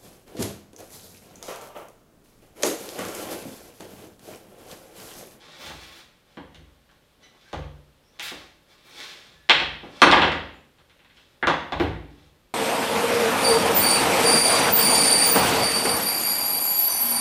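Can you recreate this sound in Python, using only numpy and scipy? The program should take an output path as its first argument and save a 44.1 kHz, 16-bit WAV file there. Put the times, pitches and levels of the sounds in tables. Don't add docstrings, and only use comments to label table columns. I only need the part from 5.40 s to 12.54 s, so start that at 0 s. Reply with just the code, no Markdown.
import sys
import numpy as np
from scipy import signal
from scipy.fft import rfft, irfft
from scipy.io import wavfile
from scipy.ndimage import uniform_filter1d

SR = 44100
rng = np.random.default_rng(int(sys.argv[2]) if len(sys.argv) > 2 else 0)


def store_pcm(level_fs):
    pcm = np.round(np.clip(level_fs, -1, 1) * 32767).astype(np.int16)
    wavfile.write(sys.argv[1], SR, np.atleast_2d(pcm).T)


N = 314853


def from_db(db):
    return 10 ** (np.asarray(db) / 20)


def rms_one(x):
    return x / np.sqrt(np.mean(x ** 2) + 1e-20)


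def at_hz(hz, points_hz, values):
    return np.interp(np.log(hz), np.log(points_hz), values)


def band(x, low_hz, high_hz):
    sos = signal.butter(2, [low_hz, high_hz], "band", fs=SR, output="sos")
    return signal.sosfilt(sos, x)


def ring(clicks, hz, t60):
    r = from_db(-60 / (t60 * SR))
    w = 2 * np.pi * hz / SR
    return signal.lfilter([0, np.sin(w)], [1, -2 * r * np.cos(w), r * r], clicks + 1e-18)


# (per Hz, relative)
QUIET_SPECTRUM = [(15, -29), (25, 4.5), (49, 2), (153, 1), (427, -4), (591, -2.5), (659, -9.5), (863, -9.5),
                  (2350, -13), (3340, -11.5), (6380, -21), (14800, -23.5), (16000, -37)]
QUIET_DB = -62.5


def quiet():
    hz = np.maximum(np.arange(N // 2 + 1) * SR / N, 1)
    shape = from_db(at_hz(hz, *np.transpose(QUIET_SPECTRUM)))
    noise = irfft(rfft(rng.standard_normal(N)) * shape, N)
    return from_db(QUIET_DB) * rms_one(noise)


# start_s (of full pressure), rise_s, hold_s, fall_s,
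# rasp_db, body_db (over rasp), hiss_db (over rasp)
SLIDE_STROKES = [(0.0, .05, .17, .1, -57, -2, -24), (0.219, 0.083, .06, .1, -47.5, -3.5, -10),
                 (0.33, 0.045, .26, .08, -55.5, -8, -11), (0.897, 0.076, .07, .02, -70, -2, -26),
                 (1.825, 0.043, .02, .08, -63, -0.5, -30), (2.052, 0.3, .08, .03, -65, -4.5, -20),
                 (2.744, 0.068, .04, .02, -71, -2, -16), (2.827, 0.019, .04, .05, -40.5, -17, -9),
                 (2.9, .02, .08, .15, -56, -4, -14), (3.298, 0.046, .02, .1, -62, -3.5, -13),
                 (3.454, .04, .03, .2, -64, 0.5, -3), (3.586, 0.16, .04, .33, -46.5, -9, -17),
                 (4.44, .05, .02, .1, -66, 10.5, -17), (4.592, 0.13, .02, .01, -51, -1, -25.5),
                 (5.767, .05, .03, .25, -66, -19, -25), (6.397, .01, 0.018, 0.033, -55.5, -12, -1.5),
                 (6.783, 0.19, .05, .08, -70, -2.5, -21)]
STROKE_RANGE_DB = 20
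JUDDER_DB = 1.2
FIDGET_DB = (-86, -78.5, -90)
FIDGET_SWING_DB, FIDGET_SMOOTH_S = 3, .04


def pressure():
    step_s = .002
    t = np.arange(0, N / SR + step_s, step_s)
    restless = uniform_filter1d(rng.standard_normal(len(t)), size=round(FIDGET_SMOOTH_S / step_s))
    fidget_db = np.add.outer(FIDGET_DB, FIDGET_SWING_DB * rms_one(restless))
    power = from_db(fidget_db) ** 2
    for s, rise, hold, fall, rasp_db, body_db, hiss_db in SLIDE_STROKES:
        before = np.maximum((s - t) / rise, 0)
        after = np.maximum((t - s - hold) / fall, 0)
        drop_db = STROKE_RANGE_DB * np.minimum(before + after, 8)
        power += from_db(rasp_db + np.c_[[0, body_db, hiss_db]] - drop_db) ** 2
    uneven = uniform_filter1d(rng.standard_normal(len(t)), size=8)
    judder = from_db(JUDDER_DB * rms_one(uneven))
    return [np.interp(np.arange(N) / SR, t, np.sqrt(row) * judder) for row in power]


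def slides():
    rasp, body, hiss = pressure()
    height = from_db(3.3 * rng.exponential(1, (3, N)))
    sign = rng.choice([-1, 1], (3, N))
    caught = rng.random((3, N)) < .2
    catches = height * sign * caught
    middle = rms_one(band(catches[0], 1300, 5200)) + 0.25 * rms_one(band(catches[0], 3000, 3900))
    low = band(catches[1], 130, 1100)
    high = band(catches[2], 5400, 16000)
    return rasp * rms_one(middle) + body * rms_one(low) + hiss * rms_one(high)


# pitch_hz, t60_s
ROOM_T60 = [(50, 0.76), (150, 0.81), (300, 0.65), (600, 0.59), (1200, 0.54), (2430, 0.59), (4500, 0.55),
            (7000, 0.5), (14000, 0.3)]
# pitch_hz, level_db
ROOM_COLOUR = [(50, -2.5), (200, -3), (400, -2), (800, 1.5), (2000, 2.5), (5000, -1), (8000, -2),
               (14000, -1)]
ROOM_DB, ROOM_BUILD_S = 3, 0.0037
EARLY_DB, EARLY_S = 7, .02


def workshop(x):
    t = np.arange(SR) / SR
    edges = 35 * 2 ** np.arange(0, 9.1, .5)
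    white = rng.standard_normal((2, SR))
    tail = 0
    for k, (low, high) in enumerate(zip(edges, edges[1:])):
        hz = np.sqrt(low * high)
        t60 = at_hz(hz, *np.transpose(ROOM_T60))
        colour_db = at_hz(hz, *np.transpose(ROOM_COLOUR))
        tail = tail + band(white[k % 2], low, high) * from_db(colour_db - 60 * t / t60)
    build_up = 1 - np.exp(-(t / ROOM_BUILD_S) ** 2)
    tail = tail * build_up * from_db(EARLY_DB * np.exp(-t / EARLY_S))
    response = from_db(ROOM_DB) * tail / np.sqrt(np.sum(tail ** 2))
    response[0] += 1
    return signal.fftconvolve(x, response)[:N]


PLACES = 3


def struck(s, level_db):
    clicks = np.zeros((PLACES, N))
    order = np.arange(len(s))
    place = (order + order // PLACES) % PLACES
    uneven_db = 1.5 * rng.standard_normal(len(s))
    clicks[place, np.round(s * SR).astype(int)] = from_db(level_db + uneven_db)
    return clicks


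# start_s, strength_db, pitch_hz (main), focus_db (lift around that pitch),
# brightness_db (per octave), tick_db (over the edge), thump_db (floor), loss_db (per rebound)
KNOCKS = [(0.232, -56, 250, 9, -2, -10, -58, 4), (0.299, -39.5, 790, 4.5, 1.5, 5, -57.5, 6),
          (0.971, -36.5, 248, 7.5, -0.9, -20, -61, 8), (1.146, -50.5, 514, 10, 7.5, -3, -57.5, 5.5),
          (1.199, -69, 291, 10, -8, -10, -71, 4), (1.491, -58.5, 1510, 4, 4.5, -12, -75, 12),
          (2.13, -29, 573, 4, -0.9, -3, -40, 6), (2.222, -61, 538, 24, 15, -30, -76, 6),
          (2.79, -44, 2220, -2, 6.5, -16, -88, 3), (2.796, -35.5, 2300, 6.5, 8.5, 0.5, -70, 13),
          (2.916, -37, 254, 1.5, -2.5, -3, -62.5, 12), (3.914, -59.5, 247, 9, 2, -30.5, -68, 6),
          (4.09, -22.5, 2100, 7, 4, -25, -54.5, 9), (4.096, -9.5, 3000, 5, 7, -22.5, -51, 7.5),
          (4.2, -25, 2570, 5.5, 3, -12, -50, 6.5), (4.432, -41, 217, 7, -4, -31, -64.5, 6.5),
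          (4.618, -6, 1235, 6, 3, -7.5, -44, 5.5), (4.67, -14.5, 1170, 6, -0.2, -32.5, -48.5, 5.5),
          (4.714, -21, 1110, 7.5, 10.5, -15, -50, 11), (4.724, -9.5, 930, 6, 3.5, -42.5, -45, 6.5),
          (4.77, -15, 1040, 3, 2.5, -35.5, -39, 4), (4.819, -12.5, 1010, 2, 4.5, -37, -65, 4),
          (4.868, -22.5, 665, 3, 0.7, -20, -66, 7.5), (4.919, -26.5, 1640, 4.5, 1.1, -11, -48.5, 7.5),
          (5.385, -58.5, 1200, 5, 7.5, -15, -74, 4), (5.497, -57.5, 1620, 3, 8, -11, -83.5, 6),
          (5.592, -59, 2400, 6, 7.5, -27, -79.5, 5.5), (5.647, -55, 1875, 3.5, 7.5, -25, -74.5, 9),
          (5.7, -58.5, 1510, 1, 10.5, -32, -85, 7.5), (5.77, -56, 3030, 7, 6, -15.5, -77, 4),
          (6.013, -60, 1506, 5, 4.5, -11, -79, 8), (6.027, -21, 1740, 11.5, 0, -41.5, -41.5, 15),
          (6.071, -13.5, 1240, 6, 1.5, -12.5, -44.5, 7), (6.108, -30.5, 874, 12.5, 1, -32, -63.5, 11.5),
          (6.322, -24.5, 810, 7, 2, -15, -41, 8), (6.399, -18.5, 285, 7, -0.2, -18, -37, 8),
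          (6.408, -31, 294, 10, -4, -22, -38, 18), (6.478, -50, 277, 4, 5, -4, -40.5, 4),
          (6.788, -65, 223, 6, 4, 2, -62, 8)]
REBOUND_S, REBOUND_TICK_DB = .011, -12


def blows():
    s, strength, pitch, focus, brightness, tick, _, loss = np.array(KNOCKS).T[..., None]
    turn = np.arange(3)
    rebound = turn > 0
    gaps = REBOUND_S * rng.uniform(.8, 1.2, (len(s), 3)) * rebound
    times = s + np.cumsum(gaps, axis=1)
    columns = times, strength - loss * turn, pitch, focus, brightness, tick + REBOUND_TICK_DB * rebound
    return [column.ravel() for column in np.broadcast_arrays(*columns)]


# pitch_hz, level_db, t60_s
SLAT_MODES = [(224.3, 1, 0.029), (288, -3.5, 0.13), (339, 2.5, 0.031), (480, 1, 0.036), (546, -2, 0.037),
              (769, 2, 0.013), (900, -2.5, 0.027), (992.4, 1.5, 0.01), (1190, -4, 0.016),
              (1381, 0.5, 0.0084), (1620, 1.5, 0.0077), (1910, 2, 0.009), (2240, -2.5, 0.0065),
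              (2642, -1, 0.018), (2705, 2.5, 0.0064), (3245, 2, .009), (3360, 0.5, 0.014), (3750, 6, 0.004),
              (4462, 5.5, 0.0089), (4496, 8, 0.0048), (5570, 2.5, 0.0018), (6300, 4.5, 0.0037),
              (7500, -5, 0.0014), (9000, 0, 0.004), (11000, -8.5, 0.0022), (13800, -3, .0012)]
# pitch_hz, level_db
BLOW_COLOUR = [(400, -6), (1200, 0.5), (3200, -6.5), (5000, -5), (8000, -8), (14000, -12.5)]
FAVOURED_OCTAVES = 0.41


def knocks():
    s, strength, pitch, focus, brightness, tick = blows()
    out = 0
    for k, (hz, level_db, t60) in enumerate(SLAT_MODES):
        octaves = np.log2(np.clip(hz, 400, 3200) / 1200)
        tick_share = at_hz(hz, [3200, 8000, 14000], [0, 1, 1.3])
        colour_db = at_hz(hz, *np.transpose(BLOW_COLOUR)) + brightness * octaves + tick * tick_share
        lift_db = focus * np.exp(-(np.log2(hz / pitch) / FAVOURED_OCTAVES) ** 2)
        rung = ring(struck(s, strength + colour_db + lift_db + level_db), hz, t60)
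        out = out + (-1) ** k * band(rung, hz / 2, min(2 * hz, .45 * SR))
    return out


# pitch_hz, level_db, t60_s
FLOOR_MODES = [(57, 4, 0.45), (65.2, -8, 0.47), (79.53, 5, 0.41), (102.8, -2.5, 0.32), (145.4, -2.5, 0.52),
               (158.8, 2.5, 0.28)]


def thumps():
    s, *_, thump, _ = np.transpose(KNOCKS)
    out = 0
    for hz, level_db, t60 in FLOOR_MODES:
        clicks = struck(s, thump + level_db).sum(0)
        floor = ring(clicks, hz, t60)
        boom = ring(floor, hz, t60)
        out = out + boom * 2 * np.e * np.log(1000) / (t60 * SR)
    return out


# start_s, length_s, first_hz, last_hz, level_db, overtones_db (over the tone)
SQUEAKS = [(1.829, 0.036, 1013, 972, -76.5, 16.5), (2.05, 0.05, 1600, 1540, -60.5, -24.5),
           (2.63, 0.154, 5220, 6320, -72, -34), (3.92, 0.23, 1740, 1770, -70, -27),
           (5.136, 0.056, 7000, 7300, -71.5, -28)]


def squeaks():
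    out = np.zeros(N)
    for start, length, first_hz, last_hz, level_db, over_db in SQUEAKS:
        u = np.linspace(0, 1, int(length * SR))
        wander = uniform_filter1d(rng.standard_normal(N // 10), size=100)[:len(u)]
        pitch_hz = (first_hz + (last_hz - first_hz) * u) * (1 + .3 * wander)
        phase = 2 * np.pi * np.cumsum(pitch_hz) / SR
        overtones = sum(np.sin(k * phase) for k in (2, 3, 4, 6) if k * last_hz < SR / 2)
        tone = np.sin(phase) + from_db(over_db) * overtones
        swell = np.sin(np.pi * u ** 0.52)
        i = int(start * SR)
        out[i:i + len(u)] += from_db(level_db) * swell * tone
    return out


MIC_LOW_HZ = 45


def scene():
    sliding = workshop(slides() + squeaks())
    knocking = sum(workshop(place) for place in knocks())
    handled = sliding + knocking + thumps()
    low_cut = signal.butter(2, MIC_LOW_HZ, "high", fs=SR, output="sos")
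    return (signal.sosfilt(low_cut, handled) + quiet())[None]


CUTOFF_HZ = 16300


def record(dry):
    clipped = np.clip(dry, -1, 1)
    top_cut = signal.cheby2(18, 60, CUTOFF_HZ, fs=SR, output="sos")
    return signal.sosfilt(top_cut, clipped)


dry = scene()
out = record(dry)
store_pcm(out)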